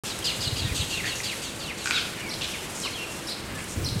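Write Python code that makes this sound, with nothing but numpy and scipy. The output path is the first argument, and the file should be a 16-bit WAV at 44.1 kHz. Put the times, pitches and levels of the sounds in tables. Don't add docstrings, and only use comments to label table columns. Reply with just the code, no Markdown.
import sys
import numpy as np
from scipy import signal
from scipy.fft import rfft, irfft
from scipy.io import wavfile

SR = 44100
rng = np.random.default_rng(int(sys.argv[2]) if len(sys.argv) > 2 else 0)


def master(y):
    cut = np.clip(np.atleast_2d(y).T, -1, 1)
    pcm = np.round(cut * 32767)
    wavfile.write(sys.argv[1], SR, pcm.astype(np.int16))


N = 176400
TIME = np.arange(N) / SR

# freq_hz, gain_db
AIR_SPECTRUM = [(20, -18), (60, -5), (120, -0.5), (200, -0.5), (330, -3), (480, -3), (680, -7),
                (1200, -8.5), (2700, -10), (4000, -13.5), (5500, -15.5), (8500, -14.5), (12500, -22.5),
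                (16000, -36)]
# time_s, level_db
AIR_ENVELOPE = [(.04, -35), (1, -37), (1.7, -37), (2.5, -36), (3.1, -36.5), (3.45, -36.5), (4, -38)]
# time_s, gain_db
TREBLE_ENVELOPE = [(.04, 0), (.22, -1), (.9, 1.5), (1.35, 3), (1.55, -1), (1.75, -2), (2.05, 2),
                   (2.2, -1.5), (2.55, 1.5), (2.85, -0.5), (3.3, 0), (3.5, -4.5), (3.7, -0.5), (4, -1)]
# freq_hz, gain_db
WIND_SPECTRUM = [(20, -18), (50, -3.5), (100, -2), (200, -7), (400, -14), (1200, -39)]
# time_s, level_db
WIND_ENVELOPE = [(0, -54), (.35, -42), (.7, -36), (.92, -45), (1.03, -37.5), (1.35, -52.5), (2.3, -45),
                 (3.35, -55), (3.54, -37.5), (3.7, -43), (3.8, -30.5), (4, -37.5)]
# centre_s, pitch_hz, peak_db
BUFFETS = [(.4, 105, -26.5), (.478, 113, -25), (0.534, 107, -21), (.625, 94, -25), (0.655, 113, -19),
           (0.721, 75.6, -22), (.805, 90, -21), (.828, 148, -28), (3.78, 95, -21), (3.808, 100, -44),
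           (3.83, 135, -26), (3.859, 128, -23.5), (3.928, 108, -23), (3.964, 170, -22.5),
           (3.981, 107, -22.5)]
# delay_s, gain_db
TWIG_ECHOES = [(.007, -18.5), (.013, -19.5), (.022, -22.5)]
# start_s, level_db
TICKS = [(0.189, -18), (.256, -17), (.761, -32), (.776, -19), (1.155, -22), (1.574, -35), (1.841, -24),
         (2.8, -17), (3.641, -23)]
# start_s, level_db
CLACKS = [(1.858, -13), (1.8731, -14), (1.909, -11)]
# freq_hz, gain_db, t60_s
CLACK_MODES = [(1180, -6, 0.0027), (1500, -1, 0.013), (1690, -3, 0.0053), (2420, -1, 0.0053),
               (5130, 1.5, 0.0017)]
# start_s, length_s, centre_hz, width_hz, level_db
RASPS = [(1.153, 0.064, 6250, 1300, -40.5), (1.201, 0.0088, 2190, 500, -32.5),
         (1.84, 0.075, 7160, 2200, -38), (1.919, 0.099, 4000, 1700, -32.5), (1.93, 0.072, 1455, 260, -37),
         (2.141, 0.081, 2200, 900, -43), (2.438, 0.095, 5700, 1600, -45), (2.472, 0.13, 3050, 900, -42),
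         (2.748, 0.09, 7100, 2970, -39), (2.843, 0.029, 4100, 800, -37), (2.85, 0.018, 1140, 300, -37.5),
         (3.112, 0.042, 7500, 4500, -43.5), (3.531, 0.083, 1670, 1100, -47.5),
         (3.574, 0.054, 8300, 2200, -46), (3.68, 0.066, 7200, 3720, -41)]
# start_s, length_s, centre_hz, sweep_hz, sweeps_per_s, level_db
BUZZES = [(1.029, 0.062, 2012, 630, 130, -33.5), (2.409, 0.051, 3320, 1460, 110, -30),
          (3.486, 0.042, 2150, 900, 110, -45), (3.581, 0.038, 2450, 700, 113, -40)]
# start_s, length_s, first_hz, last_hz, level_db
WHISTLES = [(0.224, 0.01, 3250, 3160, -35), (0.649, 0.037, 1930, 1845, -42.5),
            (.903, 0.024, 2950, 2780, -38), (0.923, 0.039, 2777, 2752, -33.5),
            (1.115, .04, 2880, 2760, -39), (2.199, 0.023, 2950, 2850, -43), (2.224, 0.069, 2480, 2210, -40),
            (2.979, 0.054, 2760, 2742, -36), (3.556, 0.041, 1760, 1695, -45)]
# start_s, length_s, top_hz, end_hz, level_db
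SLURS = [(0.092, 0.039, 4240, 3550, -38.5), (0.294, 0.033, 3000, 1930, -38),
         (0.475, 0.013, 4250, 3680, -29), (0.557, .018, 3140, 2330, -38), (0.64, 0.04, 3930, 3050, -37.5),
         (0.682, 0.048, 2550, 1930, -41.5), (0.808, .016, 3900, 3000, -34),
         (0.971, .042, 2800, 1823, -33.5), (1.282, 0.059, 2980, 1723, -36.5),
         (1.673, 0.051, 3045, 1680, -36), (1.938, .062, 3950, 2913, -29),
         (1.962, 0.0274, 2754, 2090, -31.5), (2.536, 0.0253, 2540, 1890, -37),
         (2.832, .054, 3250, 1927, -34), (2.93, 0.015, 4500, 3700, -39.5),
         (2.941, 0.043, 3360, 2860, -38.5), (3.027, 0.025, 2896, 2300, -38)]
# start_s, pitch_ratio, level_db
ZIGZAGS = [(2.291, 1.0, -34.5), (2.816, 1.01, -35.5), (3.27, 0.97, -33.5), (3.844, 1.01, -31)]
# time_s, pitch_hz, gain_db, roughness
ZIGZAG_CONTOUR = [(0, 4640, 1, 0.06), (.005, 5896, -2, 0.1), (.011, 5014, -4, 0.06),
                  (.016, 3915, -3.5, 0.18), (.025, 4186, 1.5, 0.25), (.03, 5150, -5, 0.17),
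                  (.036, 4802, -10, 1.02), (.046, 3950, -2, 1), (.058, 4300, -7.5, 1)]
# start_s, length_s, level_db, hiss_gain_db, roughness, pitch_ratio
CHIRPS = [(0.046, 0.082, -38, 2, 0.97, 1.13), (0.24, 0.066, -25, -8, 0.52, 1.03),
          (0.404, .08, -29, -6.5, 0.53, 1.05), (0.561, 0.077, -30.5, -7, 0.7, 1.02),
          (0.745, 0.093, -32.5, 1, 0.88, 0.96), (.893, 0.091, -32.5, -3.5, .7, 0.94),
          (1.05, 0.09, -32, -5.5, 0.5, 0.98), (1.231, 0.075, -31, -5, 0.7, .99),
          (1.416, .084, -37, -0.5, 0.44, .98), (1.59, 0.085, -36, -8.5, 0.36, .98),
          (1.773, 0.096, -39, -2, 0.34, 0.94)]
# length_share, pitch_hz, gain_db
LEADING_VOICE = [(0, 4400, -6), (.06, 4850, -3.5), (.13, 4700, -3.5), (.22, 3950, -4.5), (.42, 3300, -3),
                 (.65, 2850, -7.5), (1, 2650, -5)]
TRAILING_VOICE = [(0.152, 4400, 1), (0.212, 5050, -7), (0.278, 4700, -4.5), (.48, 4600, 0), (.68, 4100, -2),
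                  (.88, 3880, -4.5), (1, 3300, 0.5)]
# freq_hz, gain_db
CHIRP_HISS_SPECTRUM = [(1500, -47), (2700, 5.5), (4600, -4), (5500, -4.5), (6400, 2), (8200, 0),
                       (10000, -11.5), (12500, -11), (16000, -43)]


def from_db(db):
    return 10 ** (np.asarray(db) / 20)


def rms_one(x):
    return x / np.sqrt(np.mean(x ** 2) + 1e-20)


def add(out, start_s, x):
    i = max(int(start_s * SR), 0)
    out[i:i + len(x)] += x[:max(N - i, 0)]


def envelope(points):
    return from_db(np.interp(TIME, *np.transpose(points)))


def phase_rad(hz):
    return 2 * np.pi * np.cumsum(hz) / SR


def noise(spectrum):
    hz, db = np.transpose(spectrum)
    bins_hz = np.arange(N // 2 + 1) * SR / N
    gain = from_db(np.interp(np.log(bins_hz + 1), np.log(hz), db))
    return rms_one(irfft(rfft(rng.standard_normal(N)) * gain, N))


def wobble(rate_hz):
    return rms_one(signal.sosfilt(signal.butter(2, rate_hz, fs=SR, output="sos"), rng.standard_normal(N)))


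def progress(length_s):
    return np.linspace(0, 1, max(int(length_s * SR), 16))


def swell(u, edge_share):
    return np.sin(np.pi / 2 * np.clip(np.minimum(u, 1 - u) / edge_share, 0, 1))


def contour(shape, at):
    knots, hz, db = np.transpose(shape)[:3]
    u = (at - knots[0]) / (knots[-1] - knots[0])
    return np.interp(at, knots, hz), from_db(np.interp(at, knots, db)) * swell(u, 0.047)


def air(flicker_db=1.46, flicker_hz=20.3, hum_hz=331.1, wander_hz=4.12, hum_db=-53):
    bed = envelope(AIR_ENVELOPE) * noise(AIR_SPECTRUM)
    murmur = signal.sosfiltfilt(signal.butter(2, 4000, fs=SR, output="sos"), bed)
    treble_gain = envelope(TREBLE_ENVELOPE) * from_db(flicker_db * wobble(flicker_hz))
    hum = from_db(hum_db) * np.sqrt(2) * np.sin(phase_rad(hum_hz + wander_hz * wobble(8.1)))
    return murmur + (bed - murmur) * treble_gain + hum


def wind(sigma_s=0.0061):
    out = envelope(WIND_ENVELOPE) * noise(WIND_SPECTRUM)
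    t = TIME[:SR // 10] - TIME[SR // 20]
    pulse = np.exp(-.5 * (t / sigma_s) ** 2)
    for centre_s, hz, db in BUFFETS:
        add(out, centre_s + t[0], from_db(db) * pulse * np.sin(2 * np.pi * (hz * t + rng.random())))
    return out


def foliage(x, wet_db, t60_s=0.66, onset_s=0.002):
    t = TIME[:SR]
    decay = from_db(-60 * t / t60_s) * np.clip(t / onset_s, 0, 1)
    tail = rng.standard_normal(SR) * decay / np.sqrt(np.sum(decay ** 2))
    return x + from_db(wet_db) * signal.fftconvolve(x, tail)[:N]


def twig_echoes(x):
    out = x.copy()
    for delay_s, db in TWIG_ECHOES:
        add(out, delay_s * rng.uniform(.9, 1.1), from_db(db) * x)
    return out * np.std(x) / np.std(out)


def ticks(decay_s=0.003, band_hz=(5500, 10900)):
    out, t = np.zeros(N), TIME[:SR // 100]
    for start_s, db in TICKS:
        add(out, start_s, from_db(db) * np.exp(-t / decay_s) * rng.standard_normal(len(t)) / 2)
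    return signal.sosfilt(signal.butter(2, band_hz, "band", fs=SR, output="sos"), out)


def clacks(spread_db=1.9):
    out, t = np.zeros(N), TIME[:SR // 10]
    for start_s, db in CLACKS:
        for k, (hz, mode_db, t60_s) in enumerate(CLACK_MODES):
            decay = from_db(db + mode_db + rng.normal(0, spread_db) - 60 * t / t60_s)
            add(out, start_s, (-1) ** k * decay * np.sin(2 * np.pi * hz * t))
    return out


def syrinx(hz, roughness, octave_db, jitter=0.078, shimmer=0.9, tremor_hz=550):
    fm, am = wobble(tremor_hz).reshape(2, -1)[:, :len(hz)]
    phase = phase_rad(hz * (1 + jitter * roughness * fm))
    tone = np.sin(phase) + from_db(octave_db) * np.sin(2 * phase)
    return np.sqrt(2) * (1 + shimmer * roughness * am) * tone


def rasps(puffs_per_s=125, puff_depth=0.23):
    out = np.zeros(N)
    for start_s, length_s, centre_hz, width_hz, db in RASPS:
        u = progress(length_s)
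        rate_hz = puffs_per_s * (1 + 0.14 * wobble(90)[:len(u)])
        puffs = (1 + puff_depth * np.sin(phase_rad(rate_hz))) * rng.standard_normal(N)[:len(u)]
        band_hz = [centre_hz - width_hz / 2, centre_hz + width_hz / 2]
        throat = signal.butter(2, band_hz, "band", fs=SR, output="sos")
        add(out, start_s, from_db(db) * swell(u, 0.05) * rms_one(signal.sosfilt(throat, puffs)))
    return out


def buzzes(unevenness=.35, pulse_depth=0.46, fade_db=2):
    out = np.zeros(N)
    for start_s, length_s, centre_hz, sweep_hz, sweeps_per_s, db in BUZZES:
        u = progress(length_s)
        sweep_rad = phase_rad(sweeps_per_s * (1 + unevenness * wobble(148)[:len(u)]))
        hz = centre_hz + sweep_hz / 2 * np.cos(sweep_rad)
        tone = syrinx(hz, roughness=0.557, octave_db=-11, jitter=0.124)
        gain = from_db(-fade_db * u) * (1 + pulse_depth * np.sin(sweep_rad))
        add(out, start_s, from_db(db) * swell(u, .15) * rms_one(tone * gain))
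    return out


def whistles(settle_power=1.83):
    out = np.zeros(N)
    for start_s, length_s, first_hz, last_hz, db in WHISTLES:
        u = progress(length_s)
        hz = last_hz + (first_hz - last_hz) * (1 - u) ** settle_power
        add(out, start_s, from_db(db) * swell(u, 0.1) * syrinx(hz, roughness=0.17, octave_db=-14))
    return out


def slurs(bend_power=1.6):
    out = np.zeros(N)
    for start_s, length_s, top_hz, end_hz, db in SLURS:
        u = progress(length_s)
        hz = top_hz + (end_hz - top_hz) * u ** bend_power
        add(out, start_s, from_db(db) * swell(u, 0.17) * syrinx(hz, roughness=.22, octave_db=-16.5))
    return out


def zigzags():
    out = np.zeros(N)
    knots_s, _, _, knot_roughness = np.transpose(ZIGZAG_CONTOUR)
    t = TIME[:int(knots_s[-1] * SR)]
    hz, gain = contour(ZIGZAG_CONTOUR, t)
    roughness = np.interp(t, knots_s, knot_roughness)
    for start_s, ratio, db in ZIGZAGS:
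        tone = syrinx(ratio * hz, roughness, octave_db=-13.5, jitter=0.138, tremor_hz=400)
        add(out, start_s, from_db(db) * gain * tone)
    return out


def chatter(hiss_attack_s=0.008, hiss_hold_share=0.24, hiss_release_s=0.066):
    voices, hiss_gain = np.zeros(N), np.zeros(N)
    for shape in (LEADING_VOICE, TRAILING_VOICE):
        for start_s, length_s, db, _, roughness, ratio in CHIRPS:
            hz, gain = contour(shape, progress(length_s))
            tone = syrinx(ratio * hz, roughness, octave_db=-22, jitter=0.071, shimmer=0.71)
            add(voices, start_s, from_db(db) * gain * tone / np.sqrt(2))
    t = TIME[:SR // 4]
    attack = np.minimum(t / hiss_attack_s, 1)
    for start_s, length_s, db, hiss_db, _, _ in CHIRPS:
        release = np.exp(-np.maximum(t - hiss_hold_share * length_s, 0) / hiss_release_s)
        add(hiss_gain, start_s, from_db(db + hiss_db) * attack * release)
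    return voices + hiss_gain * noise(CHIRP_HISS_SPECTRUM)


def scene():
    birds = foliage(twig_echoes(chatter()), wet_db=-4)
    birds += foliage(slurs() + whistles(), wet_db=-3)
    birds += foliage(twig_echoes(zigzags()), wet_db=-1)
    birds += foliage(rasps() + buzzes(), wet_db=-3.5)
    knocks = foliage(clacks(), wet_db=2, t60_s=0.72)
    return np.tile(birds + knocks + ticks() + wind() + air(), (2, 1))


def record(dry):
    start_s, cutoff_hz = .036, 15800
    lowpass = signal.ellip(10, .1, 70, cutoff_hz, fs=SR, output="sos")
    return signal.sosfilt(lowpass, dry * (TIME >= start_s))


dry = scene()
out = record(dry)
master(out)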